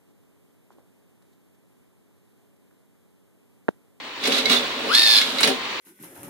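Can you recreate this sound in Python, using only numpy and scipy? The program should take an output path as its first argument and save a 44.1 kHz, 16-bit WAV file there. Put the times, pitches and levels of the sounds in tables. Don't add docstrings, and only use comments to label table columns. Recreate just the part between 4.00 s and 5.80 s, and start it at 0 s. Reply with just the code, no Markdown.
import sys
import numpy as np
from scipy import signal
from scipy.fft import rfft, irfft
from scipy.io import wavfile
from scipy.ndimage import uniform_filter1d

SR = 44100
rng = np.random.default_rng(int(sys.argv[2]) if len(sys.argv) > 2 else 0)


def master(y):
    cut = np.clip(np.atleast_2d(y).T, -1, 1)
    pcm = np.round(cut * 32767)
    wavfile.write(sys.argv[1], SR, pcm.astype(np.int16))


N = 79380
TIME = np.arange(N) / SR


# t/s, gear mesh f/Hz, whine level/dB
MOTOR = [(.87, 950, -28), (.905, 1199, 1), (.932, 1599, 11), (.95, 1715, 1.5), (.995, 1826, -2.5),
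         (1.045, 1800, -1.5), (1.075, 1747, -5.5), (1.11, 1733, 1), (1.18, 1691, -2), (1.21, 1700, -6),
         (1.27, 1547, -24)]
def feed():
    mesh_cycles = np.cumsum(curve(MOTOR) * (1 + .012 * walk(383))) / SR
    friction = tape_friction(turns=mesh_cycles / 16)
    tape = tape_chatter(friction) + roller_squeal(friction, mesh_cycles)
    roughness = undb(3.5 * walk(98))
    whine = gain(MOTOR, column=2) * unit(np.sin(2 * np.pi * mesh_cycles) * roughness)
    return tape + undb(-28.5) * whine * pan(10.5)


# t/s, level/dB
TAPE_DRAG = [(.88, -18), (.932, -7), (.947, 1), (.972, -1), (1, -4.5), (1.052, -3.5), (1.063, 1.5),
             (1.11, 0.5), (1.188, 2), (1.203, -8.5), (1.25, -21.5), (1.31, -15.5)]
# t/s, level/dB
TAPE_SNAGS = [(0.952, 1.5), (.981, -1), (0.996, 1), (1.019, -2.5), (1.035, 0), (1.158, -15), (1.178, -8)]
def tape_friction(turns, decay_turns=.5, snag_s=.004):
    slap_sizes = undb(.5 * rng.standard_normal(N))[turns.astype(int)]
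    slaps = unit(slap_sizes * (.15 + np.exp(-(turns % 1) / decay_turns)))
    snags = sum(undb(db) * swell(at, snag_s) for at, db in TAPE_SNAGS)
    return gain(TAPE_DRAG) * slaps + snags


# f/Hz, level/dB
CHATTER_SPECTRUM = [(250, -42), (600, -11), (1400, -8.5), (2000, -5), (2650, 3), (2900, -3.5), (3400, -1),
                    (4400, 9), (5150, 4), (5600, -4.5), (7000, -10), (9500, -10), (12000, -9.5),
                    (13000, -32), (15500, -17)]
# f/Hz, left minus right/dB
CHATTER_BALANCE = [(500, -5), (1800, 3), (3000, 0.5), (4300, -12.5), (5500, 0), (7200, 11), (9500, 11),
                   (12000, 3.5)]
def tape_chatter(friction):
    return undb(-27.5) * radiate(friction * noise(), colour(CHATTER_SPECTRUM), across(CHATTER_BALANCE))


# multiple of the gear mesh, width/Hz, level/dB
SQUEAL_PARTIALS = [(2.005, 40.6, -0.5), (2.07, 61.3, 9.5), (2.2, 58, -17), (2.45, 56.5, 9),
                   (2.52, 35.2, -3), (2.57, 41, 0.5), (2.72, 64, -28), (2.99, 60, -17)]
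def roller_squeal(friction, mesh_cycles):
    squeal = 0
    for multiple, width, db in SQUEAL_PARTIALS:
        slip = np.cumsum(uniform_filter1d(rng.standard_normal(N), 40)) * np.sqrt(2 * np.pi * width / SR)
        mic_phase = rng.uniform(0, 2 * np.pi) + np.array([[0], [np.pi / 2]])
        squeal += undb(db) * unit(np.sin(2 * np.pi * multiple * mesh_cycles + slip + mic_phase))
    return undb(-29.5) * friction * squeal * pan(-2)


# t/s, level/dB, decay/s, scrape re hit/dB, ring re hit/dB
STEEL_HITS = [(.2367, -28.5, 0.0074, -23, -5.5), (0.2534, -23, 0.01, -17, -13.5),
              (0.272, -28, 0.008, 8, -7), (0.3197, -22, 0.0077, -27, -9), (0.3804, -26, 0.0048, -23, -1.5),
              (0.4552, -22, 0.0035, -28, -1), (0.476, -43.5, 0.0071, -18, -3.5),
              (0.497, -17.5, 0.0037, -5, -8.5), (.515, -32.5, 0.016, 8, 0), (1.2123, -23, .006, -21, -5.5),
              (1.3843, -31.5, 0.007, -33, 1), (1.4054, -32.5, .008, 16, -28),
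              (1.4308, -16.5, 0.0049, -10, -2), (1.44, -20, 0.0098, -1, -21),
              (1.4729, -20.5, 0.012, -1, -28)]
# f/Hz, level/dB
CRACK_SPECTRUM = [(200, -13), (900, -11), (2000, -6.5), (2800, -2), (4000, -9), (4800, -6.5), (6500, -14),
                  (9000, -38), (15000, -25)]
# f/Hz, level/dB
SCRAPE_SPECTRUM = [(2000, 4), (5000, -11), (6500, -5), (10000, 1.5), (12500, -18), (15500, -9)]
# f/Hz, width/Hz, level/dB
CLAMP_MODES = [(2187, 21, 15), (3060, 47, -26), (3947, 210, 20), (4450, 53, -26), (4520, 33, 13)]
# f/Hz, left minus right/dB
METAL_BALANCE = [(300, -12), (1500, -1.5), (2300, 5), (3500, -9.5), (4500, -4), (5600, 0), (7500, 9),
                 (10000, 8), (13000, 4)]
def clacks():
    crack = scrape = ring = 0
    for start, db, decay, scrape_db, ring_db in STEEL_HITS:
        hit = undb(db) * blow(start, decay)
        crack += hit
        scrape += hit * undb(scrape_db)
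        ring += hit * undb(ring_db)
    balance = across(METAL_BALANCE)
    return (radiate(crack * noise(), colour(CRACK_SPECTRUM), balance)
            + radiate(scrape * noise(), colour(SCRAPE_SPECTRUM), balance)
            + radiate(ring * noise(), modes(CLAMP_MODES), balance))


# t/s, rattle level/dB, rumble level/dB
DRIVE_LEVELS = [(.2, -19, -27), (.24, -3, -5.5), (.29, -4.5, 1.5), (.345, 2, -5.5), (.39, 3, -10),
                (.425, -13.5, -6.5), (.49, -1, -3.5), (.507, 7.5, 2.5), (.55, 5.5, -2.5), (.6, -6.5, -2),
                (.68, -14, -15.5), (.88, -12, -1.5), (.98, -51, -41), (1.22, -1.5, -16), (1.34, -6.5, -7),
                (1.41, -2, -12), (1.49, -2, 9.5), (1.56, -14.5, -21.5)]
# f/Hz, level/dB
RATTLE_SPECTRUM = [(350, -18), (600, -6.5), (1020, -21.5), (1080, -9), (1510, -5.5), (1690, -9.5),
                   (3160, -4.5), (3570, 3), (5440, -13.5), (10300, -24), (13500, -26), (15500, -49)]
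# f/Hz, width/Hz, level/dB
PANEL_MODES = [(255.7, 36.8, 5), (293.8, 13.3, -5.5), (411.4, 46, 1.5), (474, 20.6, -2), (555, 10.6, 2),
               (778, 21, -8.5)]
def drive(clicks_per_s=2200):
    contacts = rng.random((2, N)) < clicks_per_s / SR
    clicks = unit(contacts * np.sign(noise()) * undb(-.5 * noise()))
    rattle = radiate(clicks * gain(DRIVE_LEVELS), colour(RATTLE_SPECTRUM), across(METAL_BALANCE))
    rumble = radiate(noise() * gain(DRIVE_LEVELS, column=2), modes(PANEL_MODES))
    return undb(-32.5) * rattle + undb(-40) * rumble


# t/s, level/dB, favoured f/Hz
CABINET_BLOWS = [(.277, -16, 455), (.328, -22, 235), (0.387, -25, 262), (0.504, -34, 234), (.533, -32, 402),
                 (1.438, -24.5, 238), (1.476, -30, 245), (1.486, -32, 490)]
def thumps(band_octaves=.45):
    out, panels, f = 0, modes(PANEL_MODES), bins()
    for start, db, hz in CABINET_BLOWS:
        band = 1 / (1 + 1j * (f / hz - hz / f) / (band_octaves * np.log(2)))
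        delay = np.exp(-2j * np.pi * f * start)
        ring = irfft(panels * band * delay)[:N]
        out += undb(db) * ring / np.abs(ring).max()
    return out * pan(-2.5)


# t/s, width/s, f/Hz, level/dB
TAPE_SLIPS = [(.535, 0.0083, 3480, -34), (0.571, 0.0084, 3520, -17), (0.589, 0.012, 3520, -29.5)]
def tape_squeaks(waver=.01316):
    out = 0
    for at, width, hz, db in TAPE_SLIPS:
        phase = 2 * np.pi * np.cumsum(hz * (1 + waver * walk(456))) / SR
        out += undb(db) * swell(at, width) * unit(np.sin(phase))
    return out * pan(-8)


def spring(hz=15680):
    return undb(-42) * blow(start_s=.5, decay_s=.043) * np.sin(2 * np.pi * hz * TIME)


def room(machine, t60_s=.22):
    tail = unit(noise() * blow(0.0053, t60_s / np.log(1000))) / np.sqrt(N)
    return undb(-6.5) * signal.fftconvolve(machine, tail, axes=1)[:, :N]


# f/Hz, level/dB
SHOP_SPECTRUM = [(30, -20.5), (60, -28.5), (100, -22.5), (135, -14.5), (165, -19.5), (250, -4.5), (340, -5),
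                 (450, -7), (700, -8), (1050, -2.5), (1350, -7), (2200, -4.5), (3000, -5.5), (4200, -6.5),
                 (5200, -17.5), (7000, -24.5), (11000, -35.5), (13000, -54), (15500, -25)]
# f/Hz, left minus right/dB
SHOP_BALANCE = [(200, -2), (1500, 1.5), (3800, -2.5), (5500, 3.5), (8000, 7), (13000, 3)]
# t/s, level/dB
SHOP_LEVELS = [(0, -43), (.2, -40), (.3, -36.5), (.65, -34), (.85, -34.5), (1.3, -36.5), (1.6, -35),
               (1.8, -34.5)]
def workshop(hum_hz=256):
    rush = radiate(noise() * undb(.61 * walk(40)), colour(SHOP_SPECTRUM), across(SHOP_BALANCE))
    phase = 2 * np.pi * np.cumsum(hum_hz * (1 + .0092 * walk(15.2))) / SR
    hum = unit(np.sin(phase) * undb(4.2 * walk(17)))
    return undb(curve(SHOP_LEVELS)) * (rush + undb(-22) * hum)


# f/Hz, left-right correlation
MIC_CORRELATION = [(100, 0.63), (220, 1), (400, 0.92), (700, 0.58), (1100, 0.32), (2200, 0), (4000, 0),
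                   (12000, 0)]
def radiate(pushes, response, pan_db=0, reflected_share=.81):
    direct, unrelated = rfft(pushes, 2 * N)
    echoes = rfft(rng.standard_normal(N) * blow(0, decay_s=.0038), 2 * N)
    reflected = direct * echoes / np.abs(echoes)
    side = np.sqrt(reflected_share) * reflected + np.sqrt(1 - reflected_share) * unrelated
    likeness = across(MIC_CORRELATION)
    pair = np.sqrt((1 + likeness) / 2) * direct + np.sqrt((1 - likeness) / 2) * side * [[1], [-1]]
    return irfft(pair * unit(response) * pan(pan_db))[:, :N]


def undb(db):
    return 10 ** (np.asarray(db) / 20)


def unit(x):
    return x / np.sqrt(np.mean(x ** 2))


def curve(table, column=1):
    rows = np.array(table)
    return np.interp(TIME, rows[:, 0], rows[:, column])


def gain(table, column=1):
    return undb(curve(table, column)) * (TIME >= table[0][0]) * (TIME <= table[-1][0])


def bins():
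    return np.maximum(np.arange(N + 1) * SR / (2 * N), 1)


def across(points):
    rows = np.array(points)
    return np.interp(np.log(bins()), np.log(rows[:, 0]), rows[:, 1])


def pan(db):
    gains = undb(np.array([[.5], [-.5]]) * db)
    return gains / np.sqrt(np.mean(gains ** 2, axis=0))


def colour(points):
    cepstrum = irfft(np.log(undb(across(points))))
    return np.exp(rfft(np.r_[cepstrum[0], 2 * cepstrum[1:N]], 2 * N))


def modes(table):
    f = bins()
    return sum((-1) ** k * undb(db) / np.sqrt(width) / (1 + 1j * (f * f - hz * hz) / (f * width))
               for k, (hz, width, db) in enumerate(table))


def noise():
    return rng.standard_normal((2, N))


def walk(rate_hz):
    span = int(SR / rate_hz)
    return unit(uniform_filter1d(uniform_filter1d(rng.standard_normal(N), span), span))


def blow(start_s, decay_s, attack_s=.001):
    age = np.maximum(TIME - start_s, 0)
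    return (1 - np.exp(-age / attack_s)) * np.exp(-age / decay_s)


def swell(at_s, width_s):
    return np.exp(-((TIME - at_s) / width_s) ** 2)


def scene():
    machine = feed() + drive() + clacks() + thumps() + tape_squeaks() + spring()
    machine = signal.sosfilt(signal.butter(3, 180, "high", fs=SR, output="sos"), machine)
    return machine + room(machine) + workshop()


def record(dry):
    return signal.sosfilt(signal.ellip(10, .2, 80, 15900, fs=SR, output="sos"), dry)


dry = scene()
out = record(dry)
master(out)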